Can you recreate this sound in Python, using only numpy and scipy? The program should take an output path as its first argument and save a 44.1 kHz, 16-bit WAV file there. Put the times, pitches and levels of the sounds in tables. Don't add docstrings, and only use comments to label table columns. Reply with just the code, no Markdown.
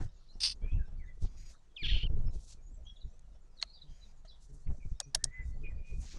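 import sys
import numpy as np
from scipy import signal
from scipy.io import wavfile
from scipy.ndimage import uniform_filter1d, map_coordinates

SR = 44100
rng = np.random.default_rng(int(sys.argv[2]) if len(sys.argv) > 2 else 0)


def file_out(sig):
    cols = np.atleast_2d(sig).T
    lim = np.clip(cols, -1, 1)
    pcm = np.round(lim * 32767).astype(np.int16)
    wavfile.write(sys.argv[1], SR, pcm)


N = 272538
TIME = np.arange(N) / SR

# start_s, length_s, level_db
SHOVES = [(.405, 0.0037, -39.5), (.415, 0.014, -35.5), (.433, 0.032, -30), (.463, 0.023, -36),
          (.486, 0.0092, -48.5), (.496, 0.009, -43), (.510, 0.014, -42)]
# start_s, peak_db
HARD_SLIPS = [(0.4334, -21), (.4362, -22), (0.4392, -24), (0.4444, -27.5), (0.4493, -20), (0.4587, -23.5),
              (0.4627, -29), (0.4734, -23), (0.4965, -27), (0.501, -30.5)]
# pitch_hz, width_hz, level_db
TIGHT_SHAFT_RINGS = [(1040, 300, -21), (1620, 1100, -22.5), (2690, 250, -6.5), (3010, 140, -5.5),
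                     (3530, 130, -1.5), (4050, 98, -1.5), (4470, 77, 3), (4170, 160, -8.5), (4520, 60, 0),
                     (4690, 80, 7), (5084, 200, 6.5), (5760, 180, 0), (5880, 220, -2), (6670, 400, -21.5),
                     (8100, 330, -17.5), (9000, 530, -8.5), (9390, 410, -21.5), (10500, 600, -30),
                     (12400, 400, -35)]
# time_s, pitch_hz, level_db, roughness (0 is smooth, 1 or more is rough)
SQUEAL_PATH = [(1.761, 3790, -68, 0.04), (1.768, 3300, -41, 0), (1.777, 2620, -48.5, 0.04),
               (1.787, 2440, -51, 0.06), (1.812, 2386, -47, 0), (1.829, 2014, -50, 0.1),
               (1.833, 1687, -39.5, 0.21), (1.858, 1560, -33, 0.36), (1.872, 1380, -40, 1.44),
               (1.897, 1790, -38, 0.82), (1.912, 1476, -39, 0.89), (1.965, 1603, -39.5, 0.5),
               (2.01, 1454, -48, 0.8), (2.04, 1490, -39.5, 0.1), (2.054, 1598, -48.5, 0),
               (2.07, 1355, -47.5, 0.05), (2.082, 1303, -85, 0.11)]
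# pitch_hz, width_hz, level_db
POST_RINGS = [(1300, 320, -22), (1600, 99, -20), (2386, 220, -0.5), (2696, 197, 3), (2890, 207, 5),
              (3150, 117, 6.5), (3410, 103, 3.5), (3680, 160, -2), (4260, 117, -1.5), (4990, 420, -15),
              (5670, 220, -17.5), (7090, 120, -34.5)]

# start_s, steel_db, plastic_db, plastic_low_hz, steel_low_hz, steel_high_hz, skid_s
TAPS = [(3.193, -57.5, -73, 900, 5000, 10500, 0.0023), (3.6138, -42, -49, 1160, 3800, 6940, 0.015),
        (3.6259, -18.5, -31.5, 1270, 2330, 4730, 0.0012), (3.6271, -37, -32.5, 970, 2500, 5960, 0.00051),
        (3.634, -45, -50, 550, 4000, 7500, 0.0041), (4.250, -60.5, -63.5, 440, 2500, 7000, 0.022),
        (5.0014, -19.5, -38.5, 435, 3900, 8850, 0.0019), (5.007, -42.5, -45, 354, 3000, 8000, 0.0061),
        (5.1465, -18.5, -34, 683, 3010, 5870, 0.0059), (5.1484, -14.5, -28, 1390, 3850, 10400, 0.0019),
        (5.153, -32.5, -34.5, 453, 3500, 9500, 0.0047), (5.2397, -21, -50.5, 596, 3830, 8000, 0.00066),
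        (5.2413, -12, -40.5, 992, 4700, 8080, 0.0015), (5.2471, -35, -46.5, 605, 3540, 8000, 0.0028)]
NEXT_SCREW_S = 4.5
# pitch_hz, width_hz, level_db
FIRST_SCREW_RINGS = [(1280, 93, 9.5), (2740, 250, -2.5), (3180, 380, -4.5), (4250, 240, 3), (5700, 670, -6),
                     (6360, 300, 0), (6800, 200, 1.5), (8200, 330, -2), (10360, 850, -12)]
# pitch_hz, width_hz, level_db
SECOND_SCREW_RINGS = [(3227, 200, 0), (3836, 130, 4), (4460, 650, -2), (5550, 410, 2.5), (6270, 600, -1),
                      (6800, 260, 3.5), (7930, 630, -3), (8630, 370, 1), (9390, 400, -3), (10440, 490, -1),
                      (12600, 400, -19), (14100, 500, -9)]
# pitch_hz, width_hz, level_db
SHELL_RINGS = [(630, 53, 9), (850, 620, 1), (1210, 300, -1), (1724, 200, 3), (2100, 190, -1.5),
               (2740, 530, -7)]
# start_s, length_s, first_hz, last_hz, level_db
KNOCKS = [(3.627, 0.035, 805, 623, -63), (4.248, 0.019, 723, 608, -57), (4.999, 0.025, 1114, 480, -45),
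          (5.144, 0.02, 1003, 488, -43.5), (5.255, 0.0064, 850, 520, -49.5)]

# start_s, length_s, level_db, first_hz, last_hz, width_octaves
STROKES = [(.01, 0.038, -65, 2960, 4500, 3.3), (.12, 0.17, -80.5, 4360, 3940, 0.84),
           (1.225, 0.02, -66, 7800, 6270, 2.7), (1.252, 0.019, -68.5, 4540, 3600, 1.1),
           (1.499, 0.041, -67.5, 7000, 5900, 2), (1.547, 0.0054, -66.5, 1380, 1240, 0.75),
           (2.336, 0.079, -70, 6150, 8000, 2.4), (2.446, 0.062, -68.5, 8500, 8900, 2.1),
           (2.493, 0.035, -58, 7450, 5170, 1.8), (4.425, 0.032, -72, 8000, 7950, 2.1),
           (4.48, 0.17, -80.5, 6450, 7450, 1.25), (4.535, 0.018, -74.5, 9800, 9500, 0.95),
           (4.7, 0.23, -82.5, 7000, 6000, 1.2), (5.455, .057, -78, 7550, 7300, 1.3),
           (5.872, 0.14, -75, 5470, 7000, 1.7), (6.01, 0.041, -61, 7850, 6450, 0.84),
           (6.029, 0.15, -62.5, 3500, 3320, 1.83)]
# pitch_hz, width_hz, level_db
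RUB_RINGS = [(1310, 790, -4), (2450, 1200, -4.5), (3804, 2000, -2.5), (4700, 880, 1.5), (5640, 1500, 0),
             (6500, 1200, 2), (7330, 890, -1.5), (9050, 1600, -9), (10740, 990, -11.5)]
# start_s, length_s, level_db
SLIDES = [(1.25, 0.1, -75), (1.38, 0.051, -65), (1.464, 0.0045, -61.5), (1.485, 0.032, -64.5),
          (3.9, 0.22, -74), (6.02, 0.18, -66.5)]
# pitch_hz, width_hz, level_db
LOOSE_SHAFT_RINGS = [(2190, 740, -4), (4130, 170, -3.5), (4700, 240, 0.5), (5110, 170, 1.5), (5640, 84, 1),
                     (6100, 74, 4.5), (6710, 82, 7), (7030, 89, -4.5), (7800, 370, -11.5)]
# start_s, length_s, level_db
HUMS = [(2.345, 0.03, -56), (3.05, 0.013, -56), (3.84, 0.041, -64), (4.5, 0.055, -57),
        (5.065, 0.028, -54.5), (5.235, 0.034, -51.5), (5.39, 0.026, -56.5), (5.55, 0.097, -56.5),
        (5.94, 0.035, -59)]

# start_s, length_s, buffet_db, eddy_db
GUSTS = [(.005, 0.045, -32, -46), (0.357, 0.011, -41, -61.5), (0.619, 0.049, -31, -55.5),
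         (.725, 0.079, -26.5, -51), (0.931, 0.094, -40, -61.5), (1.222, 0.027, -27.5, -47.5),
         (1.35, 0.16, -46, -68), (1.828, 0.06, -32.5, -51.5), (1.913, 0.053, -24.5, -48.5),
         (2.035, 0.021, -23, -47.5), (2.102, .18, -26.5, -51), (2.333, 0.033, -33, -54.5),
         (3.039, 0.03, -39.5, -63), (3.892, 0.028, -43.5, -61.5), (4.515, 0.035, -45, -63.5),
         (4.668, 0.051, -29.5, -50), (4.853, 0.019, -34.5, -54), (4.92, 0.01, -33.5, -56),
         (5.15, 0.029, -39, -56), (5.24, 0.048, -40, -62), (5.4, 0.016, -36, -53),
         (5.455, 0.36, -37, -59.5), (5.901, 0.15, -36.5, -56), (6.134, 0.066, -41.5, -57.5)]
# time_s, buffet_db
BREEZE = [(0, -53), (.25, -53), (.9, -42.5), (1.35, -49), (1.6, -58.5), (2.35, -53), (2.77, -45.5),
          (2.95, -51.5), (3.35, -51.5), (3.75, -56.5), (4.2, -50), (4.43, -54.5), (4.8, -44.5),
          (5.02, -55.5), (5.34, -52), (6.18, -48)]
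# pitch_hz, relative_db
BUFFET_SPECTRUM = [(14, 9.5), (22, 2), (32, -3.5), (45, -6), (66, -12.5)]
# pitch_hz, relative_db
EDDY_SPECTRUM = [(115, 2.5), (150, 1), (220, -16.5), (400, -18.5), (700, -27), (1300, -40), (2600, -47.5)]
# start_s, length_s, first_hz, middle_hz, last_hz, level_db
BIRD_NOTES = [(0.279, 0.05, 4040, 4083, 4340, -66.5), (0.612, 0.17, 2264, 2507, 2780, -62.5),
              (0.615, 0.036, 3120, 3240, 3430, -71.5), (0.698, 0.032, 3090, 3220, 3300, -68.5),
              (0.771, 0.085, 1827, 1610, 1560, -67.5), (0.984, 0.083, 2440, 1967, 1610, -69),
              (1.062, 0.06, 1940, 2006, 1800, -66), (2.25, 0.052, 5130, 5270, 5220, -71),
              (2.605, 0.1, 6680, 6750, 6910, -77), (2.701, 0.075, 7700, 7560, 7500, -83.5),
              (2.827, 0.1, 7060, 5960, 5400, -76.5), (2.851, 0.075, 3170, 3320, 3310, -61),
              (2.956, 0.031, 4060, 3460, 3860, -69), (2.998, 0.033, 4280, 3990, 3340, -68.5),
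              (3.566, 0.045, 4550, 4010, 3780, -60.5), (3.627, 0.12, 4250, 4250, 4320, -62.5),
              (3.721, 0.057, 5100, 4695, 4900, -62.5), (3.732, 0.068, 4320, 3870, 3490, -67),
              (3.81, 0.029, 3960, 3895, 3530, -60.5), (3.832, 0.163, 3110, 3150, 3100, -74.5),
              (4.007, 0.056, 4000, 3895, 3600, -69), (4.269, 0.026, 3770, 4490, 5600, -63),
              (4.28, 0.042, 4190, 3890, 3800, -67), (4.303, 0.04, 3900, 3370, 4130, -65.5),
              (4.344, 0.024, 3810, 3430, 2900, -70), (4.798, 0.046, 2490, 2390, 2090, -68.5),
              (4.99, 0.055, 2364, 2520, 2350, -72.5), (5.022, 0.037, 5970, 5750, 5730, -72.5),
              (5.169, 0.14, 1642, 1860, 1993, -65.5), (5.301, 0.153, 1957, 2027, 1935, -54.5),
              (5.509, 0.047, 2060, 2018, 1950, -74.5), (5.632, 0.063, 2520, 2440, 2396, -53.5),
              (5.69, 0.033, 2386, 1995, 1840, -67.5), (5.758, 0.068, 2435, 2430, 2375, -68.5),
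              (5.825, 0.13, 2400, 2481, 2360, -63)]
# pitch_hz, relative_db
GARDEN_SPECTRUM = [(100, -3), (250, -3.5), (600, -3.5), (1200, -9.5), (2300, -18.5), (4000, -22.5),
                   (6000, -37.5), (8000, -36), (10500, -49.5), (12000, -50), (14500, -52)]


def screw_rasp(catches_per_s=380, unevenness=0.36, catch_depth=0.88):
    catch_count = np.cumsum(catches_per_s * (1 + unevenness * drift(150))) / SR
    catching = 1 - catch_depth * np.sqrt(catch_count % 1)
    slips = catching * tiny_slips(per_s=6000, spread_db=2)
    grind = steady(resonate(slips, TIGHT_SHAFT_RINGS), window_s=0.005)
    jerks = np.zeros(N)
    for start_s, peak_db in HARD_SLIPS:
        jerks[round(start_s * SR)] = from_db(peak_db)
    jerk_peak = np.abs(resonate(signal.unit_impulse(SR // 50), TIGHT_SHAFT_RINGS)).max()
    shoving = swells(SHOVES, attack_s=0.003, release_s=0.013)[0]
    creak = grind * shoving + resonate(jerks, TIGHT_SHAFT_RINGS) / jerk_peak
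    creak = cut(creak, [6750, 7650], "bandstop", order=1)
    creak = cut(creak, 450, "high")
    return cut(creak, [11000, 11900], "bandstop", order=1)


def thread_squeal(jitter=0.0665, warble=0.0499, grit=0.76, flutter_db=1.5):
    pitch_hz, level_db, roughness = curves(SQUEAL_PATH)
    roughness = np.clip(roughness, 0, 1)
    wobble = roughness * (jitter * drift(260) + warble * drift(45))
    phase = phase_of(pitch_hz * (1 + wobble))
    slips = np.sin(phase) + from_db(-3) * np.sin(2 * phase) + from_db(-17) * np.sin(3 * phase)
    tone = steady(resonate(slips, POST_RINGS), window_s=0.0059)
    scrape = steady(resonate(tiny_slips(per_s=2700, spread_db=-7.5), POST_RINGS), window_s=0.012)
    scrape_share = np.clip(grit * roughness, 0, 0.7)
    voice = np.sqrt(1 - scrape_share) * tone + np.sqrt(scrape_share) * scrape
    turning = (TIME >= SQUEAL_PATH[0][0]) & (TIME <= SQUEAL_PATH[-1][0])
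    loudness = from_db(level_db + flutter_db * np.sqrt(roughness) * drift(200))
    return cut(voice * turning * loudness, [1300, 7200], "band", order=4)


def tip_taps(fade_db=-21, fade_s=0.035, tail_db=-46, tail_s=0.13, blow=4.0):
    out, t = np.zeros(N), TIME[:SR // 4]
    hiss = from_db(fade_db - 60 * t / fade_s) + from_db(tail_db - 60 * t / tail_s)
    for start_s, steel_db, plastic_db, plastic_low_hz, steel_low_hz, steel_high_hz, skid_s in TAPS:
        skid = np.exp(-(t / skid_s) ** 2)
        force = rng.standard_normal(len(t)) * (skid + hiss)
        force[0] += blow
        screw_rings = FIRST_SCREW_RINGS if start_s < NEXT_SCREW_S else SECOND_SCREW_RINGS
        steel = resonate(cut(force, [steel_low_hz, steel_high_hz], "band"), screw_rings)
        plastic = resonate(cut(force, [plastic_low_hz, 5000], "band", order=3), SHELL_RINGS)
        for ring, peak_db in ((steel, steel_db), (plastic, plastic_db)):
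            out[round(start_s * SR):][:len(t)] += from_db(peak_db) * ring / np.abs(ring).max()
    return out


def shell_knocks(fade_db=16, sag=3.0, overtone_db=-10):
    out = np.zeros(N)
    for start_s, length_s, first_hz, last_hz, level_db in KNOCKS:
        progress = np.linspace(0, 1, int(length_s * SR))
        phase = phase_of(last_hz + (first_hz - last_hz) * np.exp(-sag * progress))
        tone = np.sin(phase) + from_db(overtone_db) * np.sin(2 * phase)
        loudness = from_db(level_db - fade_db * progress ** 2) * signal.windows.tukey(len(tone), 0.2)
        out[round(start_s * SR):][:len(tone)] += loudness * tone
    return out


def hands(grip_db=-82.5, flutter_db=1.7):
    rubbing = resonate(tiny_slips(per_s=5500, spread_db=-3), RUB_RINGS)
    friction = unit_level(cut(rubbing, 10800, "low", order=8))
    out = from_db(grip_db) * friction
    for start_s, length_s, level_db, first_hz, last_hz, width_octaves in STROKES:
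        edges = 2 ** (np.array([-0.5, 0.5]) * width_octaves)
        early, late = (unit_level(cut(friction, hz * edges, "band")) for hz in (first_hz, last_hz))
        progress = np.clip((TIME - start_s) / length_s, 0, 1)
        loudness = swells([(start_s, length_s, level_db)], attack_s=0.025, release_s=0.023)[0]
        out = out + loudness * ((1 - progress) * early + progress * late)
    return out * from_db(flutter_db * drift(25))


def shaft_slides():
    ring = steady(resonate(tiny_slips(per_s=4000, spread_db=0), LOOSE_SHAFT_RINGS), window_s=0.046)
    return swells(SLIDES, attack_s=0.039, release_s=0.022)[0] * ring


def low_hum(pitch_hz=140.1, waver=0.044):
    phase = phase_of(pitch_hz * (1 + waver * drift(21)))
    tone = np.sin(phase) + from_db(-14) * np.sin(2 * phase) + from_db(-18) * np.sin(3 * phase)
    return swells(HUMS, attack_s=0.015, release_s=0.05)[0] * unit_level(tone)


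def wind(breeze_eddy_db=-20, swirl_db=-10, swirl_band_hz=(57, 99.8), swirl_growth=0.52):
    breeze = from_db(curves(BREEZE)[0])
    gust_buffet, gust_eddy = swells(GUSTS, attack_s=0.011, release_s=0.048)
    buffet_gain = np.hypot(gust_buffet, breeze)
    eddy_gain = np.hypot(gust_eddy, breeze * from_db(breeze_eddy_db))
    buffet = steady(shaped_noise(BUFFET_SPECTRUM, flicker_db=2.5), window_s=0.054)
    swirls = steady(cut(rng.standard_normal(N), swirl_band_hz, "band"), window_s=0.22)
    eddies = steady(shaped_noise(EDDY_SPECTRUM, flicker_db=6), window_s=0.05)
    eddies *= np.sqrt((1 + buffet ** 2) / 2)
    build_up = (buffet_gain / np.median(buffet_gain)) ** swirl_growth
    swirl_gain = from_db(swirl_db) * np.sqrt(buffet_gain * eddy_gain) * build_up
    return buffet_gain * buffet + swirl_gain * swirls + eddy_gain * eddies


def birds(notes, waver=0.012, flutter_db=4.0, buzzy_hz=3600, husk_db=-14, husk_hz=260):
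    out, wobble, flutter = np.zeros(N), drift(170), drift(90)
    husk = from_db(husk_db) * unit_level(cut(rng.standard_normal((2, N)), husk_hz, "low"))
    for start_s, length_s, first_hz, middle_hz, last_hz, level_db in notes:
        progress = np.linspace(0, 1, int(length_s * SR))
        span = slice(round(start_s * SR), round(start_s * SR) + len(progress))
        pitch_hz = np.polyval(np.polyfit([0, 0.5, 1], [first_hz, middle_hz, last_hz], 2), progress)
        buzz = min(middle_hz / buzzy_hz, 1) ** 2 * np.clip(0.089 / length_s, 0.8, 1.2)
        phase = phase_of(pitch_hz * (1 + waver * buzz * wobble[span]))
        whistle = (1 + husk[0, span]) * np.sin(phase) + husk[1, span] * np.cos(phase)
        arch = np.sqrt(2) * np.sin(np.pi * progress)
        out[span] += from_db(level_db + flutter_db * buzz * flutter[span]) * arch * whistle
    return out


def far_twitters(per_s=22, level_db=-86, centre_hz=4300, spread_octaves=0.83, length_s=0.07, bend=0.12):
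    notes = []
    for when, height, tilt in rng.random((int(per_s * N / SR), 3)):
        start_s = when * (N / SR - 2 * length_s)
        pitch_hz = centre_hz * 2 ** (spread_octaves * (2 * height - 1))
        slide_hz = pitch_hz * bend * (2 * tilt - 1)
        notes.append((start_s, length_s, pitch_hz + slide_hz, pitch_hz, pitch_hz - slide_hz, level_db))
    return birds(notes)


def tree_echoes(song, leaves_s=0.088, trunks_s=0.45, trunks_db=-13):
    t = TIME[:SR]
    fading = from_db(-60 * t / leaves_s) + from_db(trunks_db - 60 * t / trunks_s)
    echoes = rng.standard_normal(SR) * (rng.random(SR) < 2500 / SR)
    echoes *= fading * (t > 0.001)
    return signal.fftconvolve(song, echoes / np.sqrt(np.sum(echoes ** 2)))[:N]


def garden_air(level_db=-77):
    return from_db(level_db) * shaped_noise(GARDEN_SPECTRUM, flicker_db=2.7)


def tiny_slips(per_s, spread_db):
    happens = rng.random(N) < per_s / SR
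    strength = from_db(spread_db * np.minimum(rng.exponential(1, N), 4))
    return happens * strength * rng.choice([-1, 1], N)


def resonate(force, rings):
    out = 0
    for k, (pitch_hz, width_hz, level_db) in enumerate(rings):
        decay = np.exp(-np.pi * width_hz / SR)
        feedback = [1, -2 * decay * np.cos(2 * np.pi * pitch_hz / SR), decay ** 2]
        ring = signal.lfilter([1, 0, -1], feedback, force + 1e-18) * (1 - decay ** 2) / 2
        out = out + (-1) ** k * from_db(level_db) * ring
    return out


def swells(rows, attack_s, release_s):
    power = np.zeros((len(rows[0]) - 2, N))
    for start_s, length_s, *levels_db in rows:
        end_s = start_s + length_s
        span = slice(*np.searchsorted(TIME, [start_s - 4 * attack_s, end_s + 4 * release_s]))
        before = np.maximum(start_s - TIME[span], 0) / attack_s
        after = np.maximum(TIME[span] - end_s, 0) / release_s
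        power[:, span] += from_db(np.array(levels_db)[:, None] - 20 * (before + after)) ** 2
    return np.sqrt(power)


def shaped_noise(spectrum, flicker_db):
    hz, db = np.transpose(spectrum)
    edges = np.geomspace(hz[0], hz[-1], int(2 * np.log2(hz[-1] / hz[0])) + 2)
    white, out = rng.standard_normal((2, N)), 0
    for k, band in enumerate(zip(edges, edges[1:])):
        level_db = np.interp(np.mean(np.log(band)), np.log(hz), db)
        out = out + cut(white[k % 2], band, "band") * from_db(level_db + flicker_db * drift(14))
    return unit_level(out)


def drift(per_s):
    points = rng.standard_normal(int(per_s * N / SR * 2) + 4)
    return unit_level(map_coordinates(points, [TIME * per_s * 2], order=1))


def curves(rows):
    time_s, *columns = np.transpose(rows)
    return [np.interp(TIME, time_s, column) for column in columns]


def cut(x, hz, kind, order=2):
    return signal.sosfilt(signal.butter(order, hz, kind, fs=SR, output="sos"), x + 1e-18)


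def steady(x, window_s):
    power = uniform_filter1d(x ** 2, int(window_s * SR))
    return x / np.sqrt(np.abs(power) + 1e-12)


def unit_level(x):
    return x / np.sqrt(np.mean(x ** 2) + 1e-20)


def phase_of(pitch_hz):
    return 2 * np.pi * np.cumsum(pitch_hz) / SR


def from_db(db):
    return 10 ** (np.asarray(db) / 20)


def scene(near_bird_db=-61.5):
    near = birds([note for note in BIRD_NOTES if note[-1] > near_bird_db])
    far = birds([note for note in BIRD_NOTES if note[-1] <= near_bird_db])
    echoes = tree_echoes(from_db(-5.5) * near + far + far_twitters())
    song = from_db(1) * near + from_db(-1.5) * far + echoes
    air = garden_air()
    work = screw_rasp() + thread_squeal() + tip_taps() + shell_knocks() + hands() + shaft_slides()
    return (work + low_hum() + wind() + song + air)[None]


def record(dry, cutoff_hz=14700):
    return signal.sosfilt(signal.ellip(10, 0.1, 80, cutoff_hz, fs=SR, output="sos"), dry)


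dry = scene()
out = record(dry)
file_out(out)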